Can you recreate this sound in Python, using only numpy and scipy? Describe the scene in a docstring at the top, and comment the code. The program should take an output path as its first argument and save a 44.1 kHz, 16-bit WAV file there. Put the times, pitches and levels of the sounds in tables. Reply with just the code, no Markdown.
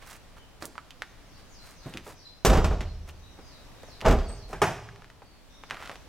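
"""Car door slams on a forest track.

The heavy rear door of an off-road car is slammed twice, then its latch clacks home. Each slam is
a quick run of contacts that rattles the steel panels and makes the cabin boom. Boots scuff over
grit and dry twigs; small birds sing far off among the trees, which echo everything."""
import sys
import numpy as np
from scipy import signal
from scipy.fft import rfft, irfft, next_fast_len
from scipy.io import wavfile
from scipy.ndimage import map_coordinates

SR = 44100
rng = np.random.default_rng(int(sys.argv[2]) if len(sys.argv) > 2 else 0)


def persist_wave(psi):
    """Save psi, clipped to +-1, as 16-bit WAV."""
    counts = np.round(np.clip(psi, -1, 1) * 32767).astype(np.int16)
    wavfile.write(sys.argv[1], SR, np.atleast_2d(counts).T)


N = 268128
TIME = np.arange(int(1.1 * SR)) / SR  # time axis of one hit or echo tail, s

# boots on the ground: t/s, slide length/s, grit/dB, dry leaves/dB, heel/dB, heel f/Hz
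FOOTSTEPS = [(0.02, .025, -50.5, -63, -52.5, 800), (0.078, .1, -50, -53, -62, 800),
             (0.368, .03, -56, -68, -62, 900), (0.623, .04, -45.5, -51, -40, 310),
             (1.384, 0.032, -60, -67, -59, 800), (1.649, 0.11, -55, -58.5, -65, 400),
             (1.857, .11, -53, -61.5, -37, 177), (1.946, 0.067, -51.5, -67, -39.5, 203),
             (2.064, 0.079, -53.5, -55, -41.5, 470), (3.08, 0.031, -51.5, -58.5, -52, 457),
             (4.498, .05, -57, -59, -45, 390), (5.713, 0.068, -46, -75, -43, 620),
             (5.801, .11, -45.5, -62, -54, 600), (5.9, 0.061, -50.5, -63, -45, 600)]


def amp(db):
    """Decibels to gain."""
    return 10 ** (np.asarray(db) / 20)


def unit(x):
    """x scaled to rms 1."""
    return x / np.sqrt(np.mean(x ** 2) + 1e-20)


def along(points, hz):
    """Read a curve of (f/Hz, value) points on a log frequency axis."""
    f, v = np.transpose(points)
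    return np.interp(np.log(hz + 1), np.log(f), v)


def fade(t60):
    """A decay of 60 dB in t60 seconds."""
    return np.exp(-np.log(1000) * TIME / t60)


def onset(rise):
    """An attack with a time constant of rise seconds."""
    return 1 - np.exp(-TIME / rise)


def wobble(rate, size=N):
    """A smooth random curve of rms 1, rate knots a second."""
    knots = rng.standard_normal(int(size * rate / SR) + 4)
    return unit(map_coordinates(knots, [np.arange(size) * rate / SR]))


def add(track, s, sound):
    """Mix a sound into a track at time s."""
    room = track[max(round(s * SR), 0):][:len(sound)]
    room += sound[:len(room)]


def filtered(x, response):
    """x through a complex frequency response."""
    n = x.shape[-1]
    m = next_fast_len(n + 8192)
    return irfft(rfft(x, m) * response(np.fft.rfftfreq(m, 1 / SR)), m)[..., :n]


def resonate(x, hz, width):
    """One resonance; width is a share of its pitch."""
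    return filtered(x, lambda f: 1j * f * hz * width / (hz * hz - f * f + 1j * f * hz * width))


def noise(spectrum, size=len(TIME)):
    """Coloured noise of rms 1."""
    return unit(filtered(rng.standard_normal(size), lambda hz: amp(along(spectrum, hz))))


def band(hz, width):
    """Noise of rms 1 in one steep-sided resonance."""
    return unit(resonate(resonate(rng.standard_normal(len(TIME)), hz, width), hz, width))


def dying(x, t60s, stretch=1):
    """Each frequency of x dies at its own speed."""
    hz, t, spectra = signal.stft(x, SR, nperseg=256)
    decay = np.exp(-np.log(1000) * t / (stretch * along(t60s, hz)[:, None]))
    return signal.istft(spectra * decay, SR, nperseg=256)[1][:len(x)]


def ring(modes, stretch=1):
    """Clear modes, struck at new strengths and phases each time."""
    return sum(amp(db + 2 * rng.normal()) * fade(t60 * stretch)
               * np.sin(2 * np.pi * (hz * TIME + rng.random())) for hz, db, t60 in modes)


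def spread(x, width_db):
    """Stereo from mono: scattered sound shifts the phase between left and right, mostly in the treble."""
    # stereo width: f/Hz, side over mid/dB before width_db
    width = [(60, -24), (500, -21), (1500, -19), (3000, -14), (6000, -9), (13000, -11)]
    side = filtered(x * wobble(55), lambda hz: 1j * amp(along(width, hz) + width_db))
    return np.array([x + side, x - side])


def hush(level_db=-54, side_db=-1.0, drift_db=1.62):
    """A bed of faint air in the trees, from all around, drifting slowly."""
    # colour of the air: f/Hz, level/dB
    air = [(11, -23), (18, 1), (114, -10), (147, -12.5), (226, -16.5), (275, -14), (376, -19.5),
           (514, -18.5), (627, -19), (1170, -22.5), (1350, -24), (3080, -28.5), (4090, -31), (4720, -32.5),
           (16000, -45.5)]
    # its stereo width: f/Hz, side over mid/dB before side_db
    width = [(60, -2), (110, -3.5), (200, -3), (380, -4), (700, -4.5), (1290, -5.5), (2380, -4),
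             (4400, 1.5), (8120, 0.5), (15000, 1.5)]
    mid = noise(air, size=N)
    side = filtered(noise(air, size=N), lambda hz: amp(along(width, hz) + side_db))
    return amp(level_db + drift_db * wobble(1.33)) * np.array([mid + side, mid - side])


def forest_echo(x, build=0.012):
    """The echo of many trunks builds up, then fades."""
    # colour of the tail: f/Hz, level/dB
    colour = [(30, -6.5), (100, 0.5), (300, -9.5), (1000, -6.5), (5000, 0), (9000, -2.5), (15000, -7.5)]
    # its decay: f/Hz, t60/s
    decay = [(40, 1.93), (150, 1.2), (500, 1.16), (1500, 0.88), (5000, 1.05), (12000, 0.43)]
    tail = dying(noise(colour), decay) * onset(build)
    return signal.fftconvolve(x, tail / np.linalg.norm(tail))[:N]


def bird_note(hz, db, buzz, flutter_db=5.0):
    """A thin tone swells and fades along a pitch contour, trembling by the share buzz of its pitch."""
    u = np.linspace(0, 1, len(hz))
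    level = amp(db + flutter_db * wobble(156, len(u))) * np.sqrt(8 * u * (1 - u))
    trembling_hz = hz * (1 + buzz * wobble(444, len(u)))
    return level * np.sin(2 * np.pi * np.cumsum(trembling_hz) / SR)


def twitter(notes_per_s=13, centre_hz=5350, octaves=0.2, note_s=0.072):
    """The farthest birds: short notes at chance times and pitches, each gliding a little up or down."""
    # bouts of twitter: from/s, until/s, level/dB
    bouts = [(0.9, 4.5, -68), (2.2, 2.35, -59.5), (5.5, 5.95, -63.5)]
    out = np.zeros(N)
    u = np.linspace(-.5, .5, int(note_s * SR))
    for start, end, db in bouts:
        count = max(round((end - start) * notes_per_s), 1)
        for k, (when, pitch, glide) in enumerate(rng.uniform(-1, 1, (count, 3))):
            hz = centre_hz * 2 ** (octaves * (pitch + glide * u))
            add(out, start + (end - start) * (k + when / 2) / count, bird_note(hz, db, buzz=0.0457))
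    return out


def birds(direct_db=-15, echo_db=-4, slur_s=0.15, fall=0.44, knee=0.36, sag=0.02):
    """Slurs hang, drop and level off; whistles sag a little; all the song arrives mostly as echo."""
    # one bird's repeated falling slur: t/s, top f/Hz, level/dB
    slurs = [(1.25, 6700, -66), (1.484, 6980, -54), (1.735, 6300, -54.5), (2.135, 6290, -57.5),
             (3.43, 6400, -57), (3.829, 6570, -54.5), (4.321, 6740, -56)]
    # whistles between the slurs: t/s, length/s, f/Hz, level/dB
    whistles = [(0.383, .06, 3050, -56), (1.32, 0.065, 4580, -60), (2.243, 0.042, 4065, -49.5),
                (2.833, 0.074, 4210, -54.5), (3.205, 0.094, 3820, -61), (3.387, .09, 4900, -57.5),
                (3.736, 0.096, 3770, -62), (4.202, .13, 4580, -55.5), (4.283, 0.021, 8140, -42.5),
                (5.205, 0.16, 4520, -64.5), (5.487, 0.15, 3610, -60.5)]
    # the leaves soak up the highest notes first: f/Hz, t60/s
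    leaf_decay = [(3000, 0.52), (6000, 0.54), (8300, 0.27)]
    song = twitter()
    u = np.linspace(0, 1, int(slur_s * SR))
    slur = 1 - fall * u ** 3 / (u ** 3 + knee ** 3)
    for s, top_hz, db in slurs:
        add(song, s, bird_note(top_hz * slur, db, buzz=0.028))
    for s, length, hz, db in whistles:
        droop = 1 + sag * np.linspace(.5, -.5, int(length * SR))
        add(song, s, bird_note(hz * droop, db, buzz=0.198 * length))  # a longer note trembles more
    tails = np.array([dying(white, leaf_decay) for white in rng.standard_normal((2, len(TIME)))])
    tails *= onset(0.0037)
    echo = signal.fftconvolve(song[None], tails / np.linalg.norm(tails[0]), axes=1)[:, :N]
    return amp(direct_db) * song + amp(echo_db) * echo


def scuffs(grains_per_s=600, grit_hz=1410, leaves_hz=7000, hiss=0.1, dull=1.5, roll=0.35):
    """Grit and dry leaves crunch in many tiny grains as each sole rolls and slides; soil dulls them."""
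    out = np.zeros(N)
    for s, length, grit_db, leaves_db, *_ in FOOTSTEPS:
        stroke = np.hanning(int(2 * length * SR))
        start = s + (roll - 1) * length  # the slide peaks roll * length after the heel lands
        for db, hz in (grit_db, grit_hz), (leaves_db, leaves_hz):
            grains = rng.standard_normal(len(TIME)) * (hiss + (rng.random(len(TIME)) < grains_per_s / SR))
            crunch = filtered(resonate(grains, hz, width=1.0), lambda f: 1 / (1 + 1j * f / (dull * hz)))
            add(out, start, amp(db) * stroke * unit(crunch)[:len(stroke)])
    return out


def bumps(heel_t60=0.26, soil_db=-6, soil_hz=91, soil_t60=0.21, knock_hz=416, knock_t60=0.07):
    """Heels and hands land as dull knocks without a clear ring; the soil thumps under each heel."""
    # light knocks of hand and boot: t/s, level/dB
    touches = [(1.866, -38.5), (3.388, -42.5), (3.832, -38.5), (3.884, -45.5), (5.220, -44)]
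    out = np.zeros(N)
    heels = [(s, db, hz, heel_t60) for s, *_, db, hz in FOOTSTEPS]
    soil = [(s, db + soil_db, soil_hz, soil_t60) for s, db, *_ in heels]
    knocks = [(s, db, knock_hz, knock_t60) for s, db in touches]
    for s, db, hz, t60 in heels + soil + knocks:
        add(out, s, amp(db) * band(hz, width=1.6) * fade(t60) * onset(0.00036))
    return out


def crackles(twigs_per_s=24, centre_hz=1500, width=0.86, scatter_db=0.5):
    """Small twigs give way at uneven times as the weight shifts: more cues for snaps()."""
    # shifts of weight: from/s, until/s, typical level/dB
    shifts = [(4.949, 5.112, -35), (5.677, 5.921, -28)]
    cues = []
    for start, end, db in shifts:
        count = max(round((end - start) * twigs_per_s), 1)
        for k, (when, size, pitch) in enumerate(rng.uniform(-0.91, 1, (20, 3))[:count]):
            s = start + (end - start) * (k + .5 + when / 2) / count
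            cues.append((s, db + scatter_db * size, centre_hz * 2 ** (pitch / 2), width))
    return cues


def snaps(scatter_db=-21, scatter_t60=0.071, dull=4):
    """Each snap is a sharp pulse through a broad resonance, with a short scatter from the ground."""
    # the clearest snaps of twigs and ticks of fittings: t/s, level/dB, f/Hz, width/share of pitch
    cues = [(0.624, -25, 1180, 0.58), (0.625, -27.5, 4430, 0.24), (0.655, -20, 8860, 0.71),
            (0.755, -35.5, 1030, 0.37), (0.78, -24, 1270, 0.26), (0.907, -29, 3000, 0.32),
            (1.021, -16.5, 1540, .57), (1.939, -27.5, 2740, 0.29), (1.973, -19.5, 2510, 0.7),
            (2.808, -26, 2260, 0.31), (3.096, -36.5, 2896, 0.14), (3.833, -35, 2620, 4.4),
            (4.007, -27.5, 1990, 0.84), (4.014, -21.5, 2400, 0.7), (4.889, -33.5, 1570, .25),
            (5.220, -37.5, 820, 0.23), (5.637, -29, 1000, 1), (5.709, -15.5, 1500, 0.58),
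            (5.859, -27, 1770, 1.5), (5.896, -21, 940, 1.7), (5.957, -27.5, 1160, 2.5)]
    out = np.zeros(N)
    for s, db, hz, width in cues + crackles():
        scatter = amp(scatter_db) * rng.standard_normal(len(TIME)) * fade(scatter_t60) / 2
        pulse = (TIME == 0) + scatter
        snap = filtered(resonate(pulse, hz, width), lambda f: (1 + 1j * f / (dull * hz)) ** -2)
        add(out, s, amp(db) * snap / np.abs(snap).max())
    return out


def latch(modes_db=-11, body_db=-7, crack_t60=0.067, body_t60=0.37, frame_hz=112, frame_t60=0.29):
    """The latch strikes home: a hard clack with the ring and low thud of the door frame."""
    # latch contacts: t/s, clack/dB, frame thud/dB
    contacts = [(4.529, -32.5, -41.5), (4.617, -15, -48), (4.623, -23, -47), (4.634, -24, -32.5),
                (4.672, -39, -33)]
    # ring of latch and frame: f/Hz, level/dB, t60/s
    modes = [(107.6, -13, 0.24), (169.2, -5, 0.3), (404.6, 2.5, 0.15), (669, -0.5, 0.14), (765, 7.5, 0.066),
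             (857, -2, 0.24), (1252, 5.5, 0.067), (1360, -14, 0.17), (1570, -5, 0.17), (1840, -11, 0.15),
             (2184, -9, 0.16), (6503, -28, 0.14)]
    # colour of the clack: f/Hz, level/dB
    colour = [(41, -38), (70, -17), (145, -15), (228, -20), (403, -8.5), (593, -12.5), (664, -5.5),
              (1120, -12.5), (1230, -16), (1510, -12.5), (2910, -23), (4280, -33), (5500, -28),
              (13600, -45), (16000, -55)]
    out = np.zeros(N)
    for s, db, thud_db in contacts:
        clack = noise(colour) * fade(crack_t60) + amp(body_db) * noise(colour) * fade(body_t60)
        thud = amp(thud_db) * band(frame_hz, width=0.82) * fade(frame_t60)
        metal = amp(db) * (clack + amp(modes_db) * ring(modes))
        add(out, s, (metal + thud) * onset(0.00082))
    return out


def cabin_boom():
    """The door pumps the cabin air and the body, whose low modes swell and beat."""
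    # pushes of air into the cabin: t/s, level/dB, pitch factor, swell/s, ring time factor
    pushes = [(2.47, -12.5, 1.05, 0.028, 1.47), (2.587, -12, 0.78, 0.009, 0.25),
              (2.7, -24.5, 1.38, 0.0049, 0.6), (4.074, -11, 0.877, 0.014, 0.63),
              (4.176, -26.5, 0.76, 0.012, 0.75)]
    # low modes of cabin and body: base f/Hz, level/dB, base t60/s
    modes = [(26, -16.5, 1), (43.48, -0.5, 0.62), (47.4, 1, 0.31), (74.85, -5, 0.67), (86.56, -18, 0.93)]
    out = np.zeros(N)
    for s, db, pitch, swell, stretch in pushes:
        boom = sum(amp(level) * fade(t60 * stretch) * np.sin(2 * np.pi * hz * pitch * TIME)
                   for hz, level, t60 in modes)
        add(out, s, amp(db) * boom * onset(swell))
    return out


def door_slams(modes_db=-21, unsealed_db=-13, edge_hz=14000, hardest_db=-21, softening=0.46):
    """Every contact thuds, shakes the panels' dense modes and rattles the steel fittings."""
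    # door contacts, a run for each slam: t/s, panel level/dB, hardness (steel over panel)/dB
    contacts = [(2.449, -18, -3.5), (2.461, -22.5, -5.5), (2.498, -21.5, -10.5), (2.530, -22.5, -11),
                (2.553, -25, -13), (2.571, -24.5, -12), (2.643, -26.5, -7), (2.710, -32.5, -15),
                (2.806, -37, -3.5), (4.020, -39, -35), (4.047, -30.5, -14), (4.052, -21, -17.5),
                (4.060, -19.5, -14.5), (4.081, -22, -12), (4.109, -24.5, -9), (4.186, -39, -4.5),
                (4.296, -47, -7)]
    # the door meets its rubber seal once in each slam: t/s, thud over panel/dB
    seals = [(2.455, 1.5), (4.07, 2.5)]
    # colours of the seal's thud, the panels and the steel fittings: f/Hz, level/dB
    thud_colour = [(30, -30), (70, -3), (125, -4), (190, -4), (260, -10), (400, -15), (1000, -54)]
    panel_colour = [(150, 0), (300, -7), (400, -0.5), (530, -3), (680, -2.5), (1000, -7), (1250, -7),
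                    (1900, -16.5), (2800, -20), (5000, -36), (15000, -58)]
    steel_colour = [(400, -8), (1200, 0), (2500, 2.5), (4200, -1), (5800, 1), (7800, -0.5), (9500, -8.5),
                    (13000, -4), (16000, -15)]
    # decay of all three: f/Hz, base t60/s
    decay = [(100, 0.28), (600, 0.41), (2000, 0.26), (6000, 0.17), (14000, 0.2)]
    # clear ring of the panels: f/Hz, level/dB, base t60/s
    panel_modes = [(222, -5, 0.42), (241.7, 7.5, 0.49), (366.6, 7, 0.28), (408, 10.5, 0.48),
                   (441, 14.5, 0.18), (501, 11, 0.19), (637.4, 18, 0.23), (687, -11, .22), (765, 14, 0.15),
                   (810, -9, .18), (1035, -13, .2), (1270, -22, .16), (1757, 3.5, 0.11), (2058, 4.5, 0.084)]
    out = np.zeros(N)
    for s, panel_db, hardness_db in contacts:
        seal_s, seal_db = min(seals, key=lambda seal: abs(seal[0] - s))
        thud_db = panel_db + seal_db + (0 if s >= seal_s else unsealed_db)  # weak while only steel meets
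        steel_db = panel_db + hardness_db
        stretch = 0.67 * np.exp(-0.0219 * hardness_db)  # the hardest contact dies soonest
        corner_hz = edge_hz * amp(softening * (steel_db - hardest_db))  # gentler: longer contact, duller
        thud = amp(thud_db) * noise(thud_colour) * onset(0.0024)
        rattle = unit(filtered(noise(steel_colour), lambda f: 1 / np.hypot(1, (f / corner_hz) ** 2)))
        panel = amp(panel_db) * noise(panel_colour)
        dense = dying(thud + panel + amp(steel_db) * rattle, decay, stretch)
        clear = amp(panel_db + modes_db) * ring(panel_modes, stretch)
        crack = 1 + 0.14 * amp(steel_db - hardest_db) * fade(0.019)  # hard contacts get extra bite
        add(out, s, (dense + clear) * onset(0.00051) * crack)
    return out


def scene(close_until_s=1):
    """Car and boots stand a little to the right, amid the birds and the hush of the forest."""
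    # pan of the car: f/Hz, gain on the right and loss on the left/dB
    car_pan = [(40, 0.55), (150, 0.5), (300, 0.76), (1000, 0.37), (2000, 0.1), (5000, 0.9), (8000, 1.1),
               (13000, 0.8)]
    car = door_slams() + cabin_boom() + latch()
    car = spread(car + amp(-16.0) * forest_echo(car), width_db=2)
    car = filtered(car, lambda hz: amp(np.outer([-1, 1], along(car_pan, hz))))
    boots = snaps() + bumps() + scuffs()
    right_db = np.where(np.arange(N) < close_until_s * SR, 2.2, .4)  # close by at first, so farther right
    boots = spread(boots + amp(-16.5) * forest_echo(boots), width_db=-7.0) * amp([-right_db, right_db])
    return car + boots + birds() + hush()


def record(dry, top_hz=16000):
    """A brick-wall high cut on the whole mix."""
    return filtered(dry, lambda hz: hz < top_hz)


dry = scene()
out = record(dry)
persist_wave(out)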